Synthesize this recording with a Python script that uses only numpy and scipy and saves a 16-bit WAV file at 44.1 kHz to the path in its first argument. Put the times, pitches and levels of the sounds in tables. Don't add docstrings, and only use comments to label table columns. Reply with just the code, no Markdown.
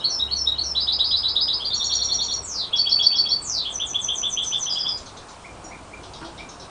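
import sys
import numpy as np
from scipy import signal
from scipy.io import wavfile
from scipy.ndimage import uniform_filter1d, map_coordinates

SR = 44100
rng = np.random.default_rng(int(sys.argv[2]) if len(sys.argv) > 2 else 0)


def gain_from_decibels(decibels):
    exponent = np.asarray(decibels, float) / 20
    return 10 ** exponent


def wav_out(sig):
    wavfile.write(sys.argv[1], SR, np.round(np.clip(np.atleast_2d(sig).T, -1, 1) * 32767).astype(np.int16))


N = 295470


def add(mix, s, sound):
    part = mix[round((s + 1) * SR):][:len(sound)]
    part += sound[:len(part)]


def wander(length, hz):
    knots = rng.standard_normal(int(length * hz / SR) + 6)
    return map_coordinates(knots, [np.arange(length) * hz / SR + 1], order=3)


def tone(hz, db):
    wave = np.sin(2 * np.pi * np.cumsum(hz) / SR)
    return np.sqrt(2) * gain_from_decibels(db) * wave * signal.windows.tukey(len(hz), .15)


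def whistles(mix, strokes, repeats):
    ease = 1.44
    fade_db_per_s = 303
    stray = 0.0031
    overtone_db = -40.5
    for start, effort_db in repeats:
        for delay, from_hz, to_hz, glide, hold, db, swell_db in strokes:
            t = np.arange(0, glide + hold, 1 / SR)
            left = np.clip(1 - t / glide, 0, 1)
            hz = to_hz + (from_hz - to_hz) * left ** ease
            hz = hz * (1 + stray * rng.standard_normal())
            hz = hz * (1 + .005 * wander(len(t), 280))
            fade_db = fade_db_per_s * np.maximum(t - glide, 0)
            level_db = effort_db + db - swell_db * left - fade_db
            level_db = level_db + 2.5 * wander(len(t), 130)
            add(mix, start + delay, tone(hz, level_db) + tone(2 * hz, level_db + overtone_db))


def slur(length, top_hz, bottom_hz, peak_db):
    buzz_hz, swing_hz = 157.2, 394
    peak_at, swell_db, fade_db = 0.73, 15, 12
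    u = np.arange(0, length, 1 / SR) / length
    hz = top_hz * (bottom_hz / top_hz) ** u
    db = peak_db - np.interp(u, [0, peak_at, 1], [swell_db, 0, fade_db])
    shake = 2 * np.pi * np.cumsum(buzz_hz * (1 + 0.27 * wander(len(u), 86))) / SR
    level_db = db + 6 * np.cos(shake + .3) + 2.5 * wander(len(u), 150)
    return tone(hz + swing_hz * np.sin(shake), level_db)


def finch():
    phrases = { "four steps": ([(.005, 3225, 3840, .018, 0.01, -17, 28),
               (.097, 2840, 3320, 0.025, 0.0052, -41, 1), (.129, 4010, 4416, 0.013, .02, -21, 0),
               (.181, 6050, 5610, 0.026, 0.0083, -32.5, 0.5), (.202, 5420, 5310, 0.056, .015, -30, -1)],
               [(-.36, 4), (-.088, 1), (.182, -0.5), (.453, 0)]),
               "two rises": ([(.002, 3070, 3946, .015, .013, -19, 12),
               (.052, 4100, 4640, .007, 0.0028, -25, -0.5), (.059, 4850, 5010, 0.0089, .024, -24.5, 5.5)],
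               [(.748, -0.5), (.868, 1), (.988, 2), (1.108, 0.5), (1.229, 0), (1.352, 1), (1.477, 0)]),
               "slow hook": ([(.002, 3000, 3460, 0.026, 0.0091, -35.5, -2),
               (.046, 3800, 4780, .02, .008, -25.5, 6)], [(1.596, 2)]),
               "hook and hold": ([(.002, 3730, 3216, 0.016, 0.0066, -39.5, -14.5),
               (.016, 3300, 4257, 0.016, 0, -26.5, 8.5), (.029, 4280, 4422, .016, .004, -24.5, 2),
               (.044, 6300, 7300, .011, 0, -42.5, -10.5), (.056, 5740, 5638, 0.005, 0.021, -22.5, 9)],
               [(1.701, -0.5), (1.797, 1), (1.892, 1), (1.987, 0), (2.085, 1), (2.183, 0), (2.281, -1)]),
               "chup and cry": ([(-.016, 2450, 2700, 0.013, 0, -43.5, 5.5),
               (.002, 2950, 3363, 0.011, .012, -20, 11.5), (.034, 4485, 5554, .01, 0.0036, -28, 6),
               (.047, 5570, 5050, .008, 0.0016, -30, 0), (.047, 3700, 4250, .011, 0.007, -31, 3),
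               (.059, 4300, 4530, 0.01392, .016, -15.5, 7)], [(2.724, -2), (2.856, 0), (2.987, 0),
               (3.119, -0.5), (3.251, -3)]), "rise and arch": ([(.003, 2400, 3065, .013, 0.00065, -41.5, 5),
               (.015, 3050, 3466, 0.0179, .006, -22.5, 3.5), (.061, 7240, 8710, .01, 0, -46, 4.5),
               (.071, 8950, 6350, 0.022, 0.0032, -36, 9.5), (.099, 6260, 6002, .018, .008, -27.5, 5)],
               [(3.638, -2.5), (3.784, -1), (3.928, -1.5), (4.069, -0.5), (4.215, 0), (4.357, 1),
               (4.508, -0.5)]), "closing pair": ([(.002, 3010, 3388, .018, 0.008, -25, 9),
               (.032, 5780, 5100, 0.0102, 0.0075, -32.5, 3), (.043, 5066, 4890, .028, 0.0023, -26.5, -1)],
               [(4.66, 0), (4.752, 1), (4.846, 1)]), }
    # t/s, length/s, top f/Hz, bottom f/Hz, level/dB ahead of shake, room and mix
    slurs = [(2.416, 0.25, 8460, 3404, -30), (3.41, .22, 8500, 3540, -28.5)]
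    song = np.zeros(N + SR)
    for strokes, repeats in phrases.values():
        whistles(song, strokes, repeats)
    for s, *shape in slurs:
        add(song, s, slur(*shape))
    return song


def chirp(db, upper_hz):
    droop = np.linspace(1.07, .93, round(0.0369 * SR))
    fade_db = np.linspace(4, -12, len(droop))
    out = np.zeros(len(droop))
    for voice_hz in (upper_hz, .7 * upper_hz):
        pitch = voice_hz * droop * (1 + .11 * wander(len(droop), 700))
        out += tone(pitch, db + fade_db + 3 * wander(len(droop), 94))
    return out


def far_birds():
    # t/s, effort/dB
    far_whistle = ([(.004, 2002, 2398, 0.0197, 0.0056, -47.5, 2.2)], [(5.437, -3), (5.706, 0.5),
                    (5.916, -4.5), (6.378, -1)])
    thin_note = ([(0, 5930, 5630, 0.017, 0.018, -51.5, 5.5), (0, 7000, 6850, 0.0059, .008, -53, 6)],
                  [(5.64, 0)])
    # t/s, level/dB ahead of fade, room and mix, upper voice f/Hz
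    chirps = [(4.433, -51, 5400), (4.529, -50, 5280), (4.631, -51, 5350), (4.725, -51, 5900),
              (4.973, -52.5, 5730), (5.058, -52.5, 5810), (5.168, -54.5, 5660), (5.283, -58.5, 5730),
              (5.415, -67, 5200), (6.03, -56, 5140), (6.134, -50, 5140), (6.21, -56.5, 4450),
              (6.245, -54, 5030), (6.377, -53, 5050), (6.488, -53.5, 5280), (6.597, -52.5, 5270)]
    calls = np.zeros(N + SR)
    whistles(calls, *far_whistle)
    whistles(calls, *thin_note)
    for s, *voice in chirps:
        add(calls, s, chirp(*voice))
    return calls


def knocks():
    # t/s, peak level of the ring/dB
    knock_times = [(6.216, -28.5), (6.229, -26), (6.25, -28.5)]
    # f/Hz, relative level/dB, time to fall 60 dB/s
    cage = [(206, -19, 0.074), (335, 4.5, 0.23), (670, -2, 0.094), (955, 7, 0.054), (1393, -1, 0.097),
            (1840, -10, 0.035)]
    t, out = np.arange(SR // 4) / SR, np.zeros(N + SR)
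    ring = sum(gain_from_decibels(db - 60 * t / t60) * np.sin(2 * np.pi * hz * t) for hz, db, t60 in cage)
    for s, db in knock_times:
        puff = gain_from_decibels(-14.5 - 60 * t / 0.21) * wander(len(t), 4000)
        add(out, s, gain_from_decibels(db) * (ring / abs(ring).max() + puff))
    return out


def room(x, direct_db, count=3):
    hz, t, z = signal.stft(rng.standard_normal((count, SR // 2)), SR, nperseg=128)
    t60 = 0.34 / (1 + (hz[:, None] / 14000) ** 2)
    late = 1 / (1 + np.exp(-(t - .068) / .005))
    fade_db = -60 * t / t60 - 7 * late
    tails = signal.istft(z * gain_from_decibels(fade_db), SR, nperseg=128)[1]
    tails = tails * np.clip((np.arange(tails.shape[1]) / SR - .002) / 0.00087, 0, 1)
    phase = np.arange(len(x)) / SR * 2.5
    out = gain_from_decibels(direct_db) * x
    for k, tail in enumerate(tails):
        weight = np.sqrt(2 / count) * np.cos(np.pi * (phase + k / count))
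        out = out + signal.oaconvolve(x * weight, tail / np.linalg.norm(tail))[:len(x)]
    return out


def read(points, hz):
    f, value = np.transpose(points)
    return np.interp(np.log(hz + 1), np.log(f + 1), value)


def evened(x):
    return x / np.sqrt(np.mean(x ** 2) + 1e-20)


def street():
    # f/Hz, relative density/dB per Hz
    street_spectrum = [(12, -43), (20, -7.5), (68, 2), (190, -4.5), (320, -3.5), (600, -5), (721, -1),
                       (780, -5.5), (866, -3), (1150, -4), (1900, -16.5), (2400, -16), (3200, -18.5),
                       (8890, -22.5), (10400, -25), (13500, -81), (22000, -120)]
    frames, hz = N // 256 + 5, np.fft.rfftfreq(1024, 1 / SR)
    a, b, patches = rng.standard_normal((frames, 513, 3)).T
    patches = uniform_filter1d(patches, 10, 0)
    patches = evened(uniform_filter1d(patches, 16, 1))
    z = (a + 1j * b) * gain_from_decibels(read(street_spectrum, hz)[:, None] + 1.19 * patches)
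    noise = signal.istft(z, nperseg=1024, noverlap=768)[1][:N]
    return gain_from_decibels(-42) * evened(noise)


def drone():
    # t/s, f/Hz, level/dB ahead of the waver
    drone_course = [(0.161, 69.26, -58), (0.241, 68.1, -42), (1.0, 69, -46), (1.68, 68.9, -52.5),
                    (1.78, 68.8, -47), (2.001, 65.06, -45.5), (2.399, 63.83, -48.5), (2.851, 64.5, -61.5),
                    (3.3, 58.4, -54), (3.9, 60, -50.5), (4.5, 60.7, -61), (5.2, 58, -60), (6.3, 58, -50),
                    (6.7, 57.3, -58)]
    s, hz, db = np.transpose(drone_course)
    t = np.arange(N) / SR
    level = gain_from_decibels(np.interp(t, s, db) + 0.49 * wander(N, 1.7))
    pitch = np.interp(t, s, hz) + 0.43 * wander(N, 1.4)
    return np.sqrt(2) * level * np.sin(2 * np.pi * np.cumsum(pitch) / SR)


def hum():
    # f/Hz, level/dB ahead of the flutter
    hum_lines = [(99.5, -60.5), (199, -63)]
    t, out = np.arange(N) / SR, np.zeros(N)
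    for hz, db in hum_lines:
        out += np.sqrt(2) * gain_from_decibels(db + 3.8 * wander(N, 15)) * np.sin(2 * np.pi * hz * t)
    return out


def grain_and_dropouts(x, grain_db, mute_db, size=10):
    hz, _, z = signal.stft(x, SR, "cosine", nperseg=800, noverlap=400)
    z = z[:-1].reshape(-1, size, z.shape[1])
    power = (abs(z) ** 2).mean(1, keepdims=True)
    loudness = uniform_filter1d(power.sum(0), size=12, axis=1)
    a, b = rng.standard_normal((*z.shape[::-1], 2)).T
    luck_db = 6.5 * uniform_filter1d(a[:, :1], size=2, axis=2)
    muted = 10 * np.log10(power / loudness + 1e-12) + luck_db < mute_db
    treble = hz[:-1].reshape(-1, size, 1) > 2400
    grain = gain_from_decibels(grain_db) * np.sqrt(power / 2) * (a + 1j * b)
    z = (z + grain) * ~(muted & treble)
    z = np.pad(z.reshape(-1, z.shape[2]), ((0, 1), (0, 0)))
    return signal.istft(z, SR, "cosine", nperseg=800, noverlap=400)[1][:N]


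def scene():
    near, far = room(finch(), -3), room(far_birds(), -2)
    birds = gain_from_decibels(2.0) * near + gain_from_decibels(6.5) * far + knocks()
    return (birds[SR:] + street() + drone() + hum())[None]


def low_pass(x):
    return signal.sosfilt(signal.butter(12, 10990, fs=SR, output="sos"), x)


def record(dry):
    grainy = grain_and_dropouts(dry[0], grain_db=-13, mute_db=-43.5)
    edge = signal.firwin(301, 9940, window=("kaiser", 8), fs=SR)
    mix = signal.oaconvolve(grainy, edge, "same")[None]
    return low_pass(mix)


dry = scene()
out = record(dry)
wav_out(out)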